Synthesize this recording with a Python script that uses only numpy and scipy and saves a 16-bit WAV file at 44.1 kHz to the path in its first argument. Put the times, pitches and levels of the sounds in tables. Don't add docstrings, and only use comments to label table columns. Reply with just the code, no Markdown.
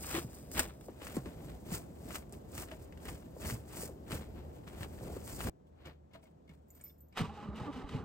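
import sys
import numpy as np
from scipy import signal
from scipy.fft import rfft, irfft, next_fast_len
from scipy.io import wavfile
from scipy.ndimage import uniform_filter1d, map_coordinates

SR = 44100
rng = np.random.default_rng(int(sys.argv[2]) if len(sys.argv) > 2 else 0)


def wav_record(signal):
    frames = np.transpose(np.atleast_2d(signal))
    bounded = np.clip(frames, -1, 1)
    quanta = np.round(bounded * 32767).astype(np.int16)
    wavfile.write(sys.argv[1], SR, quanta)


N = 354784

# full_contact_s, hold_ms, rise_ms, fall_ms, powder_hiss_db, crust_crunch_db, panel_push_db
STROKES = [(.055, 7.2, 128, 157, -44, -51, -59), (.14, 54, 75, 25, -42, -40.5, -48.5),
           (.222, 1.5, 15, 42, -52, -64, -48), (.34, 13, 67, 211.5, -56.5, -65.5, -77.5),
           (.515, 4.7, -3, 69, -47.5, -88, -61.5), (.58, 3.9, 41, 91, -37, -37.5, -39),
           (.595, 0.77, -2, 12, -30, -39, -40.5), (.845, 2.5, 41, 99, -61.5, -72, -71.5),
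           (1.036, 12, 53, 201, -52.5, -53, -65), (1.15, 22, 109, 46.5, -54.5, -58.5, -51.5),
           (1.26, 6.8, 26, 148, -67, -61.5, -50.5), (1.445, 4.9, 93, 297, -63.5, -62.5, -54),
           (1.655, 8.9, -1, 79, -75, -77, -54.5), (1.742, 2.1, 55, 63, -37.5, -44, -46),
           (2.1, 12, 154, 90, -56.5, -61, -53.5), (2.155, 2.4, 45, 49.5, -43, -44.5, -67),
           (2.326, 6.2, 11, 81, -57, -69, -58), (2.554, 78, 56, 43.5, -48, -54.5, -56.5),
           (2.724, 5.7, 100, 84, -60.5, -60.5, -59), (2.825, 4.6, 39, 53, -60.5, -71, -62),
           (3.025, 13, 24, 96, -61.5, -71, -73), (3.09, 7.9, 104, 142, -53.5, -55.5, -48),
           (3.464, 51, 82, 85, -44, -51, -46), (3.4, 10, 0, 76, -62.5, -66, -56),
           (3.7, 24, 48, 69, -67, -67, -65.5), (3.772, 71, 76, 68, -44.5, -53.5, -50.5),
           (4.12, 32, 42, 95, -45.5, -47, -43.5), (4.386, 3.9, 96, 99, -81, -62.5, -58),
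           (4.56, 8.6, 104, 60, -68.5, -72, -64), (4.672, 8, 3, 68, -63, -56, -81.5),
           (4.83, 2.6, 149, 64, -54, -52, -49), (4.93, 40, 80.5, 204, -62.5, -66.5, -56),
           (5.03, 140, 54, 48, -62, -63, -47), (5.288, 174, 145, 48, -48.5, -56, -53),
           (5.405, 8, 8, 47, -62.5, -53, -58), (5.472, 13.3, 33, 41, -49.5, -50.5, -40)]
# pitch_hz, relative_level_db
POWDER_COLOUR = [(2500, -41.5), (4500, -7), (6500, -5.5), (8800, -0.7), (10500, -3), (12500, -11),
                 (15500, -3.5)]
CRUST_COLOUR = [(250, -21), (600, 4), (1200, 3), (2800, -2), (4000, -5), (7000, -30)]
PUSH_COLOUR = [(25, -27), (55, 1.5), (160, -5), (350, -7), (700, -14.5), (1500, -40)]
REST_DB, REST_DB_PER_S = [-70.5, -78.5, -53], [-5, -0.9, -0.62]
JUMP_S = 5.497


def sweeping():
    t = np.arange(N) / SR
    trickle = amp(np.c_[REST_DB] + np.c_[REST_DB_PER_S] * t)
    hiss, crunch, push = (swells(STROKES) + trickle) * (t < JUMP_S)
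    powder = hiss * grit(colour(POWDER_COLOUR), 700, lumpy_db=2.0, spiky_db=-3.0)
    crust = crunch * grit(colour(CRUST_COLOUR), 320, lumpy_db=2.5, spiky_db=4.5)
    panel = push * grit(colour(PUSH_COLOUR), 60, lumpy_db=1.2)
    return powder + crust + panel


# start_s, level_db, bright_tick_level_db
CRUST_SNAPS = [(0.038, -36.5, -32), (0.143, -32, -37.5), (0.1514, -23.5, -32), (0.5165, -41, -35),
               (0.551, -33, -33), (0.5696, -30.5, -40), (0.5938, -15, -7), (0.5985, -19, -34.5),
               (.602, -22, -39.5), (0.8107, -44.5, -42), (0.8444, -63, -49.5), (1.0176, -34.5, -41.5),
               (1.0342, -40, -42.5), (1.0695, -29, -36), (1.1667, -36.5, -32), (1.1695, -34.5, -36),
               (1.2585, -36, -55), (1.6544, -61, -56), (1.7183, -38, -44), (1.741, -43, -26.5),
               (2.146, -29.5, -40.5), (2.156, -25.5, -31.5), (2.296, -64, -46.5), (2.325, -56, -33.5),
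               (2.5784, -34.5, -36), (2.6857, -40, -50), (2.7155, -33, -52), (2.9245, -42.5, -60),
               (2.9745, -42.5, -55), (3.0548, -34.5, -40.5), (3.0835, -32.5, -38), (3.0875, -29, -40.5),
               (3.4186, -35, -41), (3.452, -34, -51.5), (3.4585, -30.5, -38), (3.492, -36, -44),
               (3.4999, -26.5, -37), (3.508, -30, -43), (3.7338, -46, -43), (3.77, -37, -39.5),
               (3.819, -38, -43), (3.836, -43, -30), (3.856, -45, -48), (4.086, -47, -55),
               (4.1085, -31, -33), (4.119, -24, -32.5), (4.6766, -33.5, -51), (4.809, -39, -47),
               (4.832, -30, -36), (4.846, -46, -52), (5.2774, -41, -31.5), (5.4061, -33.5, -42),
               (5.412, -32.5, -46.5), (5.4717, -28, -35)]
PINION_CLICKS = [(7.1666, -41, -47), (7.1738, -23.5, -42), (7.1804, -23.5, -41), (7.192, -27.5, -34),
                 (7.1954, -40, -36.5), (7.2144, -30, -38), (7.3744, -44, -63), (7.5594, -43, -53),
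                 (7.59, -43, -54), (7.755, -47.5, -60), (7.912, -42, -63), (7.946, -40, -62)]


def snaps(table, puff_t60_s, centre_hz):
    track, t = np.zeros(N), np.arange(SR // 20) / SR

    def swing(hz, loss_db):
        return np.sin(2 * np.pi * hz * t) * amp(-loss_db * hz * t)

    for s, db, tick_db in table:
        hz = centre_hz * np.exp(.12 * rng.standard_normal())
        puff = unit(signal.lfilter(*signal.iirpeak(hz, 1.2, SR), rng.standard_normal(len(t))))
        puff = puff * amp(-60 * t / puff_t60_s)
        fizz = np.diff(rng.standard_normal(len(t) + 1)) * amp(-60 * t / .008)
        body = 1.35 * swing(hz, loss_db=17.0) + 0.18 * puff
        tick = swing(8700, loss_db=3.5) + .08 * fizz
        add(track, s, amp(db) * body + amp(tick_db) * tick)
    return scattered(track, 0.062)


# start_s, level_db, first_pitch_hz, last_pitch_hz, time_to_fall_60_db_s
BLOWS = [(0.145, -32, 354, 323.4, 0.19), (0.181, -29, 355, 330, 0.073), (0.2465, -33, 200, 115, 0.08),
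         (0.556, -37.5, 406, 100, 0.068), (0.589, -33, 203, 70.6, 0.13), (0.885, -37.5, 738, 216, 0.093),
         (1.019, -39.5, 590, 302, 0.024), (1.1685, -25, 446, 127, 0.11), (1.260, -38, 520, 173, 0.13),
         (1.72, -31.5, 203, 163, 0.15), (2.721, -42.5, 635, 627, 0.095), (3.082, -40, 405, 95, 0.031),
         (3.366, -40.5, 670, 300, 0.038), (3.448, -37, 300, 62.5, 0.28), (3.524, -30, 150, 115, 0.17),
         (3.8335, -33, 600, 250, .03), (3.891, -41.5, 690, 366, 0.097), (4.108, -38, 400, 300, 0.036),
         (4.128, -34, 199, 139, .12), (4.151, -32.5, 110, 80, 0.079), (4.733, -45, 505, 250, 0.046),
         (4.809, -36.5, 199, 68, 0.23), (4.862, -41, 500, 250, .04), (5.010, -42, 680, 350, 0.043),
         (5.034, -39, 596, 300, 0.045), (5.075, -38.5, 550, 280, .04), (5.1, -36, 520, 125, 0.041),
         (5.131, -43.5, 600, 300, .03), (5.166, -35.5, 620, 160, 0.075), (5.335, -36.5, 128, 89.4, 0.038),
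         (5.448, -38, 150, 75.5, 0.093), (5.858, -56, 380, 345, 0.17), (6.497, -48.5, 201, 155, 0.22),
         (7.199, -29, 300, 170, 0.05), (7.2072, -26.5, 230, 150, 0.065), (7.2181, -27, 160, 95, 0.067),
         (7.238, -36.5, 250, 150, 0.09), (7.276, -43, 111, 75, .3), (7.488, -34.5, 200, 62, 0.22),
         (7.614, -33.5, 150, 99, 0.073), (7.781, -44.5, 149, 90, 0.075), (7.842, -37, 60, 48, 0.15),
         (7.948, -29, 172, 103, 0.091)]
DULL = 0.24


def blows(from_s, until_s):
    track, t = np.zeros(N), np.arange(SR // 4) / SR
    for s, db, start_hz, end_hz, t60 in BLOWS:
        if not from_s <= s < until_s:
            continue
        hz = end_hz + (start_hz - end_hz) * np.exp(-t / .006)
        band = signal.butter(2, [end_hz, 1.6 * start_hz], 'bandpass', fs=SR, output='sos')
        thump = unit(signal.sosfilt(band, rng.standard_normal(len(t))))
        thump = thump * (1 - np.exp(-t / 0.0049))
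        tone = np.sin(2 * np.pi * np.cumsum(hz) / SR)
        add(track, s, amp(db - 60 * t / t60) * (tone + DULL * thump))
    return scattered(track, 0.032)


# full_contact_s, hold_ms, rise_ms, fall_ms, cloth_rustle_db, cover_crackle_db
SHIFTS = [(5.668, 2, 10, 43, -78, -92), (5.804, 34, 94, 51.5, -86, -72), (5.856, 36, 16, 52, -79, -57.5),
          (5.93, 4.4, 20, 83.5, -96, -83), (6.145, 10.4, 26, 57, -72, -61), (6.228, 27, 16, 110, -76, -74),
          (6.5, 16, 36, 107, -73.5, -70), (6.754, 3, 25, 75, -71.5, -77), (6.76, 91, 152, 100, -76.5, -81),
          (6.81, 3, -7, 40, -70, -81), (6.876, 2.6, 48, 111.5, -72, -83), (7.135, 8, 34, 12, -85, -76)]
# start_s, level_db (before a 2 dB lift), pitch_hz
CREAKS = [(5.669, -75, 3440), (5.856, -50, 2850), (5.862, -57, 2000), (5.869, -49.5, 1400),
          (5.931, -74, 2770), (6.11, -72.5, 2300), (6.134, -56, 2800), (6.15, -53, 657), (6.157, -59, 1100),
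          (6.195, -66, 950), (6.228, -68, 2200), (6.232, -59, 657), (6.255, -67, 2250), (6.477, -65, 2300),
          (6.493, -57.5, 2200), (6.511, -62, 1390), (6.702, -74, 2200), (6.751, -72, 2200),
          (6.764, -71, 2390), (6.8, -62.5, 1720), (6.808, -65, 2250), (6.84, -67, 2200), (6.865, -65, 2200),
          (6.896, -65.5, 3380), (6.9, -68, 2200), (7.126, -62.5, 2420), (7.14, -73, 2780)]
# pitch_hz, relative_level_db, time_to_fall_60_db_s
CABIN = [(655, 0, 0.15), (954, -5, .08), (1370, -7, .05), (1704, -3, .05), (2233, -1, 0.06),
         (2415, -5, .035), (2830, 0, 0.034), (3430, 3, 0.038)]
WEIGHT_DB = 4
RATTLE_T60_S, RATTLE = 0.043, 0.49
REACH_DB = 25


def seat():
    rustle, crackle = swells(SHIFTS)
    creaks, t = np.zeros(N), np.arange(SR // 5) / SR
    for s, db, near_hz in CREAKS:
        ring = 0
        for hz, level, t60 in CABIN:
            ring_db = level - REACH_DB * abs(np.log2(hz / near_hz)) + rng.normal(0, 1.34)
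            retuned_hz = hz * (1 + .022 * rng.standard_normal())
            ring = ring + amp(ring_db - 60 * t / t60) * np.sin(2 * np.pi * retuned_hz * t)
        ring = ring * (1 - np.exp(-t / 0.0016))
        rattle = unit(signal.lfilter(*signal.iirpeak(near_hz, 1.3, SR), rng.standard_normal(len(t))))
        rattle = rattle * amp(-60 * t / RATTLE_T60_S)
        add(creaks, s, amp(db + 2) * (ring + RATTLE * rattle))
    cloth = rustle * grit(colour(POWDER_COLOUR), 500, lumpy_db=3.0)
    cushion = amp(WEIGHT_DB) * grit(colour(PUSH_COLOUR), 60, lumpy_db=2.5)
    cover = crackle * (grit(colour(CRUST_COLOUR), 340, lumpy_db=2.5) + cushion)
    return cloth + cover + scattered(creaks, 0.039)


# start_s, tick_db, fob_db, ring_db, key_db
JINGLE = [(6.684, -67.5, -92.5, -79, -75), (6.704, -59, -92.5, -66.5, -57.5), (6.75, -64.5, -90, -68, -60),
          (6.779, -68.5, -91, -80, -74.5), (6.812, -63.5, -65, -55, -61), (6.839, -64, -59, -62, -49),
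          (6.88, -64, -74, -74, -59), (6.983, -74, -99, -78.5, -67), (7.006, -67, -99, -69.5, -63),
          (7.085, -65, -99, -80, -77)]
# pitch_hz, relative_level_db, time_to_fall_60_db_s
KEY_PARTS = ([(5330, 2, .17)], [(7050, -1, .05), (7714, -3, .06), (8230, -3, .07), (9450, -5, .05),
             (10912, 2, .06)], [(14205, 0, .17)])
FOB_TAIL_DB, FOB_TAIL_T60_S = -18, .4


def keys():
    track, t = np.zeros(N), np.arange(SR // 3) / SR
    fob_t60 = KEY_PARTS[0][0][2]
    lasting = 1 + amp(FOB_TAIL_DB + 60 * t / fob_t60 - 60 * t / FOB_TAIL_T60_S)
    for s, tick_db, *parts_db in JINGLE:
        rings = []
        for db, modes in zip(parts_db, KEY_PARTS):
            sound = 0
            for hz, level, t60 in modes:
                fading = amp(db + level + rng.normal(0, 4.5) - 60 * t / t60)
                sound = sound + fading * np.sin(2 * np.pi * (hz * t + rng.random()))
            rings.append(sound)
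        fob, ring, key = rings
        fob = fob * lasting * (1 - np.exp(-t / 0.02)) ** 2
        tick = amp(tick_db - 60 * t / .01) * 0.66 * np.diff(rng.standard_normal(len(t) + 1))
        add(track, s, fob + ring + key + tick)
    return scattered(track, 0.032)


# start_s, hold_ms, rise_ms, fall_ms, housing_drone_db, gear_grind_db, air_and_brush_hiss_db
ENGAGE = [(7.176, 16, 20, 59, -53.5, -43, -43), (7.204, 7.4, 22, 129, -42, -47.5, -55)]
# housing_drone_db, gear_grind_db, air_and_brush_hiss_db
RUNNING_DB = [-56, -56.5, -80]
# hiss_start_s, hold_ms, housing_drone_db, gear_grind_db, air_and_brush_hiss_db
COMPRESSIONS = [(7.349, 89.3, -56.5, -59, -64), (7.562, 85.5, -47, -50.5, -60),
                (7.73, 69.3, -50.5, -60.5, -60.5), (7.893, 74.6, -46, -56, -57.5)]
# pitch_hz, width_hz, relative_level_db
HOUSING = [(57.8, 37, -1.5), (152, 110, -1), (274, 43, 0.5), (430, 58, -3.5)]
GEARS = [(820, 56, 1.5), (965, 52, -1.5), (1160, 49, 1), (1260, 83, -3), (620, 200, -8.5),
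         (1530, 330, -12.5)]
CASING = [(1990, 180, -1.5), (2530, 140, -3.5), (2980, 260, -0.5), (3810, 140, -5)]
# pitch_hz, relative_level_db
BRUSH_COLOUR = [(900, 1), (1700, -3), (3000, -5), (4500, -10), (6500, -17), (10000, -19), (12500, -31),
                (15900, -39)]
LOAD_RISE_MS, LOAD_FALL_MS = 26, 77
LABOUR_S = 0.032
CASING_DB, SWAY_DB = -4, 2.0


def starter():
    loads = swells([(s, hold_ms, LOAD_RISE_MS, LOAD_FALL_MS, *db) for s, hold_ms, *db in COMPRESSIONS])
    late = np.pad(loads, ((0, 0), (round(LABOUR_S * SR), 0)))[:, :N]
    running = amp(np.c_[RUNNING_DB]) * (np.arange(N) > ENGAGE[0][0] * SR)
    drone, grind, hiss = swells(ENGAGE) + running + [late[0], late[1], loads[2]]
    tone, knocks = teeth()
    mesh = knocks + .8 * amp(3.3 * wobble(180)) * rng.standard_normal(N)

    def swaying(modes, rate):
        rings = 0
        for mode in modes:
            ring = wandering(filtered(mesh, resonant([mode])))
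            rings = rings + amp(SWAY_DB * wobble(rate)) * ring
        return unit(rings)

    housing = drone * grit(resonant(HOUSING), 90, lumpy_db=1.2)
    gear = scattered(tone + 0.86 * grind * swaying(GEARS, 30) + chatter(), 0.034)
    muffled = filtered(housing + gear, lambda hz: 1 / (1 + 1j * hz / 2200) ** 2)
    whir = amp(CASING_DB) * scattered((hiss + 0.043 * grind) * swaying(CASING, 25), .03)
    brushes = hiss * grit(colour(BRUSH_COLOUR), 400, lumpy_db=1.5)
    return muffled + whir + brushes


# time_s, teeth_per_s, level_db
MESH = [(7.24, 185, -53.5), (7.3, 207, -54), (7.379, 214, -56.5), (7.501, 204, -48.5), (7.56, 218, -50),
        (7.64, 214, -60), (7.665, 288, -49.5), (7.703, 290, -38), (7.72, 265, -60), (7.79, 244, -48),
        (7.859, 285, -54), (7.905, 198, -53.5), (7.971, 210, -60), (8.04, 156, -55)]


def teeth():
    s, rate, db = np.transpose(MESH)
    t = np.arange(N) / SR
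    tooth_count = np.cumsum(np.interp(t, s, rate) * (1 + .035 * wobble(60))) / SR
    knocks = np.diff(np.floor(tooth_count), prepend=0) * amp(2.5 * rng.standard_normal(N))
    level = amp(np.interp(t, s, db) + 2.7 * wobble(45)) * (t > s[0])
    octave = 0.22 * amp(2.3 * wobble(25)) * np.sin(4 * np.pi * tooth_count)
    tone = np.sin(2 * np.pi * tooth_count) + octave
    return level * np.sqrt(2) * tone, unit(knocks)


# start_s, level_db, pitch_hz
CHATTER = [(7.293, -47, 784), (7.372, -37.5, 831), (7.572, -45, 1160), (7.6, -46, 800), (7.632, -37.5, 813),
           (7.644, -44, 1150), (7.676, -40.5, 1153), (7.929, -44, 1240), (7.985, -47, 813)]
CHATTER_RISE_S, CHATTER_T60_S = .005, 0.1


def chatter():
    track, t = np.zeros(N), np.arange(SR // 8) / SR
    for s, db, hz in CHATTER:
        rough = 1 + .3 * unit(uniform_filter1d(rng.standard_normal(len(t)), size=120))
        envelope = amp(db - 60 * t / CHATTER_T60_S) * (1 - np.exp(-t / CHATTER_RISE_S))
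        add(track, s, envelope * rough * np.sin(2 * np.pi * hz * t))
    return track


WANDER_MS = .6


def wandering(x):
    n = np.arange(N)
    return np.interp(n + WANDER_MS * SR / 1000 * wobble(16), n, x)


# pitch_hz, relative_level_db
TRAFFIC_COLOUR = [(20, -44.5), (45, -13), (68, -6.5), (76, 5), (86, -10), (160, -8), (300, -13), (700, -18),
                  (900, -23.5), (1300, -35), (2500, -45), (8000, -53.5), (16000, -61.5)]
# time_s, level_db
YARD_LEVEL = [(0, -55.5), (5.495, -51.5), (5.5, -60.5), (8.1, -62.5)]


def yard():
    level = amp(np.interp(np.arange(N) / SR, *np.transpose(YARD_LEVEL)))
    return level * grit(colour(TRAFFIC_COLOUR), 7.5, lumpy_db=0.6)


HUM_HZ, HUM_DB, HUM_OCTAVE_DB = 76.5, -64.5, -8.5


def hum():
    turns = np.cumsum(HUM_HZ * (1 + 0.041 * wobble(6.5))) / SR
    level = amp(HUM_DB + 4 * wobble(16))
    octave = amp(HUM_OCTAVE_DB + 4 * wobble(11)) * np.sin(4 * np.pi * turns)
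    return level * (np.sin(2 * np.pi * turns) + octave)


# pitch_hz, left_lead_radians, left_over_right_db, likeness_0_to_1
ROOF = [(0, 0, -0.5, 1), (349, 0.32, -0.5, 0.9), (990, 1.5, 3.5, 1), (1688, 1.24, 2.5, 0.56),
        (2660, 1.4, 3, 0.41), (3940, 2, 1, 0.68), (4900, 4.5, 7.5, 0.61), (6370, 3.5, -0.5, 0.93),
        (7200, 4, 1.8, 0.55), (8190, 5.5, -1.5, 0.47)]
LEFT = [(0, -1, 0.5, 1), (150, 0.28, -1, 1), (343, 0.67, -0.9, 0.9), (1040, 1, 6, 0.7),
        (1650, 1.05, 4, 0.23), (3880, 3.5, 3, 0.74), (4970, 5.5, 5.5, 0.7), (5770, 4.5, 1, 0.8),
        (7340, 5.5, -1, 1), (8500, 5, 0, 1)]
AHEAD = [(0, 0.54, 0, 1), (1710, 0.16, -2, 0.84), (3360, 1, 1.5, 0.9), (5500, -0.65, -3, 0.24),
         (6900, 0.94, .1, 0.5), (8000, -0.66, .1, 0.94)]
AROUND = [(0, 0.4, 4, 1), (120, 0.47, -0.9, 0.98), (304, -1, -0.5, 0.47), (640, 4, 1.5, 0.91),
          (1486, 1.1, 5.5, .2), (5000, 1, 3.5, 0.18), (7200, -0.4, 13, .5), (8160, -0.5, 10.5, .4)]
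TREBLE = [(9300, -2.4, 1.5, .85), (9700, -3.14, 0, 1), (10500, -3.3, 0, 1), (12000, -4.9, -.5, .6),
          (13100, -6.28, 0, 1), (13700, -6.28, 0, 1), (14800, -7.7, -.2, .75), (16000, -8.6, 0, .7)]


def heard(pair, direction):
    f, lead, shade_db, alike = np.transpose(direction + TREBLE)

    def turn(hz):
        return np.arccos(np.clip(np.interp(hz, f, alike), 0, 1)) / 2

    def half(hz):
        shade = amp(np.interp(hz, f, shade_db) / 2)
        return shade * np.exp(.5j * np.interp(hz, f, np.unwrap(lead)))

    mid, side = filtered(pair, lambda hz: [np.cos(turn(hz)), np.sin(turn(hz))])
    return filtered(np.array([mid + side, mid - side]), lambda hz: [half(hz), 1 / half(hz)])


def scattered(x, t60):
    t = np.arange(SR // 10) / SR
    smear = rng.standard_normal(len(t)) * amp(-60 * t / t60)
    return np.array([x, signal.fftconvolve(x, smear / np.linalg.norm(smear))[:N]])


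def grit(response, rate, lumpy_db, spiky_db=0):
    lumps_db = lumpy_db * (wobble(rate) + wobble(rate / 7))
    spikes_db = spiky_db * np.minimum(rng.exponential(size=N), 5)
    noises = amp(lumps_db + spikes_db) * rng.standard_normal((2, N))
    return unit(filtered(noises, response))


def swells(rows):
    tracks = 0
    ms = np.arange(0, N + 8, 8) / SR * 1000
    for s, hold_ms, rise_ms, fall_ms, *levels_db in rows:
        since = ms - s * 1000
        before = -since / max(rise_ms, 1)
        after = (since - hold_ms) / max(fall_ms, 1)
        under_db = 20 * np.maximum(0, np.maximum(before, after))
        tracks = tracks + amp(np.c_[levels_db]) * amp(-under_db)
    return np.repeat(tracks, 8, axis=1)[:, :N]


def wobble(rate):
    knots = rng.standard_normal(int(N * rate / SR) + 4)
    return map_coordinates(knots, [np.arange(N) * rate / SR])


def colour(points):
    f, db = np.transpose(points)
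    return lambda hz: amp(np.interp(np.log(hz + 1), np.log(f), db, -120, db[-1]))


def resonant(modes):
    def response(f):
        total = 0
        for k, (c, w, db) in enumerate(modes):
            total = total + (-1) ** k * amp(db) * 1j * f * w / (c * c - f * f + 1j * f * w)
        return total
    return response


def filtered(x, response):
    m = next_fast_len(N + 8192)
    return irfft(rfft(x, m) * response(np.fft.rfftfreq(m, 1 / SR)), m)[..., :N]


def add(track, s, sound):
    part = track[round(s * SR):][:len(sound)]
    part += sound[:len(part)]


def amp(db):
    return 10 ** (np.asarray(db) / 20)


def unit(x):
    return x / np.sqrt(np.mean(x ** 2) + 1e-20)


def scene():
    hand = sweeping() + snaps(CRUST_SNAPS, .034, centre_hz=1930) + blows(0, 7)
    far = np.arange(N) < .9 * SR
    engine = starter() + blows(7, 9) + snaps(PINION_CLICKS, 0.027, centre_hz=1410)
    roof = heard(hand * far, ROOF)
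    left = heard(hand * ~far + seat() + keys(), LEFT)
    return roof + left + heard(engine, AHEAD) + heard(yard(), AROUND) + hum()


def record(dry):
    return filtered(dry, lambda hz: hz < 15850)


dry = scene()
out = record(dry)
wav_record(out)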